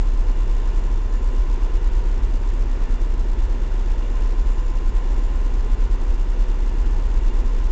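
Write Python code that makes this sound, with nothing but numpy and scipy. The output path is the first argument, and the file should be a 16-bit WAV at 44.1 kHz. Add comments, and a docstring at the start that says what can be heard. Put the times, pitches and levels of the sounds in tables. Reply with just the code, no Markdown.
"""A ferry's diesel engines drone steadily inside a car on the vehicle deck, the fourth order of the cycle leading.
The engines are a harmonic comb of wavering sines; two propellers, slightly apart in blade rate, beat below.
Hull and deck are shaped noise, the deck's with narrow resonances; a turbocharger whistles faintly as two sines.
A coarse 8-bit companding converter adds hiss that grows with the swings of the wave."""
import sys
import numpy as np
from scipy import signal
from scipy.fft import rfft, irfft, next_fast_len
from scipy.io import wavfile

SR = 44100
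rng = np.random.default_rng(int(sys.argv[2]) if len(sys.argv) > 2 else 0)


def ratio_of_db(decibels):
    """Turn decibels (scalar or array-like) into linear amplitude factors; 0 dB maps to 1."""
    return 10 ** (np.asarray(decibels, float) / 20)


def store_pcm(level_fs):
    """Save levels as 16-bit WAV."""
    pcm = np.round(np.clip(level_fs, -1, 1) * 32767).astype(np.int16)
    wavfile.write(sys.argv[1], SR, np.atleast_2d(pcm).T)


N = 340011  # length in samples


def seconds():
    """Uniform sampling: the time of every sample, in s."""
    return np.arange(N) / SR


def in_time(rows):
    """Linear interpolation: a table of (t/s, value) read at every sample."""
    t, values = np.transpose(rows)
    return np.interp(seconds(), t, values)


def stretch(slow, size):
    """Linear interpolation: a coarse curve read at more points."""
    return np.interp(np.linspace(0, len(slow) - 1, size), np.arange(len(slow)), slow)


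def drift(rate_hz, count):
    """Low-passed white noise wanders slowly: rows of unit spread, one point for every 200 samples."""
    settling = 500  # points discarded while the filter fills
    pole = np.exp(-2 * np.pi * rate_hz * 200 / SR)
    white = rng.standard_normal((count, N // 200 + 2 + settling))
    slow = signal.lfilter([1], [1, -2 * pole, pole ** 2], white)[:, settling:]
    return slow / slow.std(axis=1, keepdims=True)


def slow_curve(rate_hz):
    """Low-passed white noise again: a single drift at the full sample rate."""
    return stretch(drift(rate_hz, count=1)[0], N)


def tone(hz, db):
    """Phase is the integral of frequency: a sine following curves of pitch and rms level."""
    turns = np.cumsum(hz * np.ones(N)) / SR + rng.random()
    return np.sqrt(2) * ratio_of_db(db) * np.sin(2 * np.pi * turns)


def coloured_noise(spectrum):
    """Spectral shaping: white noise weighted to a density in dB per Hz, straight over log frequency."""
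    size = next_fast_len(N)
    hz = np.maximum(np.fft.rfftfreq(size, 1 / SR), 1)
    table_hz, density_db = np.transpose(spectrum)
    gain = ratio_of_db(np.interp(np.log(hz), np.log(table_hz), density_db))
    white = rng.standard_normal(size)
    return irfft(rfft(white) * gain, size)[:N] * np.sqrt(SR / 2)


def engine():
    """Periodic forcing gives a line spectrum: each order wavers on its own path through the steel."""
    # orders that stand apart from the rule: order (multiple of the cycle), level/dB (rms)
    orders_apart = [(2, -39), (5, -32.5), (6, -34.5), (8, -58), (9, -42.5), (24, -53.5), (30, -52.5),
                    (32, -53.5), (41, -55), (46, -56.5), (48, -70), (51, -57.5), (52, -55), (56, -59),
                    (60, -57), (111, -61), (113, -63), (116, -62.5)]
    # smooth line beneath the other orders: order (multiple of the cycle), level/dB (rms)
    weak_orders = [(7, -60), (10, -49), (14, -57), (18, -67), (26, -65), (42, -59.5), (50, -66), (60, -70),
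                   (75, -74), (105, -73.5), (118, -69), (135, -74.5), (190, -79.5), (225, -79.5),
                   (245, -86.5)]
    # level of the gear whine: t/s, level/dB (rms)
    gear_level = [(0, -53), (1.5, -51), (2.0, -60.5), (2.6, -57), (3.8, -62.5), (4.15, -50), (5.8, -51.5),
                  (6.4, -59), (7.2, -52.5), (7.7, -51)]
    top_order = 245
    firing_order, gear_order = 4, 124
    firing_db, firing_waver_db = -18, 0.5
    fourth_lift_db, third_lift_db, lift_fades_orders = 8.0, 7.0, 120.0
    waver_db, waver_hz, slip_turns, scatter_db = 2.0, 1.5, 0.06, 2.0

    # engine speed in cycles per s: the governor hunts gently about it
    cycle_hz, hunt_hz, hunt_period_s, hunt_top_s = 8.325, 0.006, 3.3, 1.5
    speed = cycle_hz + hunt_hz * np.cos(2 * np.pi * (seconds() - hunt_top_s) / hunt_period_s)

    # the leading orders are made apart, at the full rate; order 3 is absent
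    orders = np.setdiff1d(np.arange(2, top_order), [3, firing_order, gear_order])
    # every third and fourth order is lifted, less so higher up
    thirds, fourths = orders % 3 == 0, orders % 4 == 0
    lift = np.maximum(third_lift_db * thirds, fourth_lift_db * fourths)
    lift = lift * np.exp(-orders / lift_fades_orders)
    levels = np.interp(orders, *np.transpose(weak_orders)) + lift
    levels = levels + scatter_db * rng.standard_normal(len(orders))
    for order, db in orders_apart:
        levels[orders == round(order)] = db

    # the orders lie low: an eighth of the sample rate holds them
    cycles = (np.cumsum(speed) / SR)[::8]
    size = len(cycles)
    wavers = drift(waver_hz, count=len(orders))
    slips = drift(waver_hz, count=len(orders))
    comb = np.zeros(size)
    for order, db, waver, slip in zip(orders, levels, wavers, slips):
        turns = order * cycles + rng.random() + slip_turns * stretch(slip, size)
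        comb += ratio_of_db(db + waver_db * stretch(waver, size)) * np.sin(2 * np.pi * turns)
    comb = np.sqrt(2) * signal.resample_poly(comb, 8, 1, padtype="edge")[:N]

    firing = tone(firing_order * speed, firing_db + firing_waver_db * slow_curve(0.8))
    gear_whine = tone(gear_order * speed, in_time(gear_level))
    return comb + firing + gear_whine


def propellers():
    """Two close frequencies beat: the second screw's blade rate is higher by one turn a beat period."""
    blade_hz, wobble_hz = 22.96, 0.25
    first_db, second_db = -27, -34
    beat_period_s, beat_top_s = 1.42, 0.3  # loudest at beat_top_s and each period on
    turns = np.cumsum(blade_hz + wobble_hz * slow_curve(0.98)) / SR + rng.random()
    ahead = (seconds() - beat_top_s) / beat_period_s
    first = ratio_of_db(first_db) * np.sin(2 * np.pi * turns)
    second = ratio_of_db(second_db) * np.sin(2 * np.pi * (turns + ahead))
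    return np.sqrt(2) * (first + second)


def hull():
    """Random vibration has a continuous spectrum: hull rumble in the car's cabin as steady noise."""
    # density of the rumble: f/Hz, level/dB (per Hz)
    rumble = [(5, -74), (12, -56), (19, -47), (23, -40), (29, -47), (38, -46), (47, -39), (53, -41.5),
              (60, -49), (75, -60), (110, -63), (165, -73), (300, -100.5)]
    return coloured_noise(rumble)


def deck():
    """Resonance narrows noise into humps: a broad roar with rung bands, swelling slightly."""
    # density of the roar before the overall level below: f/Hz, level/dB (per Hz)
    roar_density = [(100, -75), (170, -73), (240, -64.5), (295, -71), (350, -68), (500, -71.5), (700, -77),
                    (950, -72.5), (1200, -80.5), (1450, -80.5), (2500, -84.5), (3200, -88.5), (4500, -95),
                    (8000, -99)]
    # resonances before the overall level below: f/Hz, width/Hz, level/dB (rms)
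    humps = [(240.4, 15, -52), (400.3, 8, -57.5), (492.8, 20, -55), (853.5, 30, -58), (919.4, 25, -60),
             (1353, 60, -62), (1446, 20, -62), (1762, 5, -63.5), (1955, 40, -64.5), (2794, 60, -61),
             (2860, 25, -67.5)]
    start_db, rise_db_per_s, patchy_db = -1.08, 0.0529, 0.5
    roar = coloured_noise(roar_density)
    for hz, width_hz, db in humps:
        pole = np.exp(-np.pi * width_hz / SR)
        resonator = [1, -2 * pole * np.cos(2 * np.pi * hz / SR), pole ** 2]
        hump = signal.lfilter([1, 0, -1], resonator, rng.standard_normal(N))
        roar += ratio_of_db(db) * hump / hump.std()
    level_db = start_db + rise_db_per_s * seconds() + patchy_db * slow_curve(2.0)
    return roar * ratio_of_db(level_db)


def turbocharger():
    """Octave partials share one phase rate: a thin whistle and its double creep up in pitch together."""
    # level of the whistle's octave about which it flutters: t/s, level/dB (rms)
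    octave_level = [(0, -73.5), (1.2, -67), (2.2, -79), (3.5, -75.5), (4.5, -67.5), (5.6, -69),
                    (6.5, -82.5), (7.0, -67.5), (7.7, -71.5)]
    start_hz, creep_hz_per_s, wobble_hz = 3510.5, 1.9, 0.97
    whistle_db, flutter_db = -67, 2.0
    hz = start_hz + creep_hz_per_s * seconds() + wobble_hz * slow_curve(3.0)
    whistle = tone(hz, whistle_db + flutter_db * slow_curve(3.0))
    octave = tone(2 * hz, in_time(octave_level) + flutter_db * slow_curve(3.0))
    return whistle + octave


def scene():
    """Superposition: the pressures of all sources add at one microphone."""
    return (engine() + propellers() + hull() + deck() + turbocharger())[None]


def compand(x):
    """Mu-law quantization: sixteen steps an octave of size, so large swings are rounded more coarsely."""
    full_scale, top, bias = 1.43, 8159, 33  # wave amplitude at the top code; then code units
    size = np.minimum(np.abs(x) / full_scale * top, top - 1) + bias
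    step = 2 ** np.floor(np.log2(size)) / 16
    rounded = (np.floor(size / step) + 0.5) * step - bias  # middle of each step
    return np.sign(x) * rounded * full_scale / top


def roll_off(x):
    """The treble ends steeply here."""
    return signal.sosfilt(signal.butter(12, 8840, fs=SR, output="sos"), x)


def record(dry):
    """Sampling theorem: taken at a low rate, companded, then raised through a soft-edged low-pass."""
    converter_hz, up, down = 16000, 441, 160  # up / down is SR / converter_hz
    edge_hz, kaiser_beta, reach = 7900, 9.6, 14.3  # reach in converter samples to each side
    low_rate = compand(signal.resample_poly(dry, down, up, axis=1, padtype="edge"))
    low_pass = signal.firwin(2 * int(reach * up) + 1, edge_hz, window=("kaiser", kaiser_beta),
                             fs=converter_hz * up)
    mix = signal.resample_poly(low_rate, up, down, axis=1, window=low_pass, padtype="edge")[:, :N]
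    return roll_off(mix)


dry = scene()
out = record(dry)
store_pcm(out)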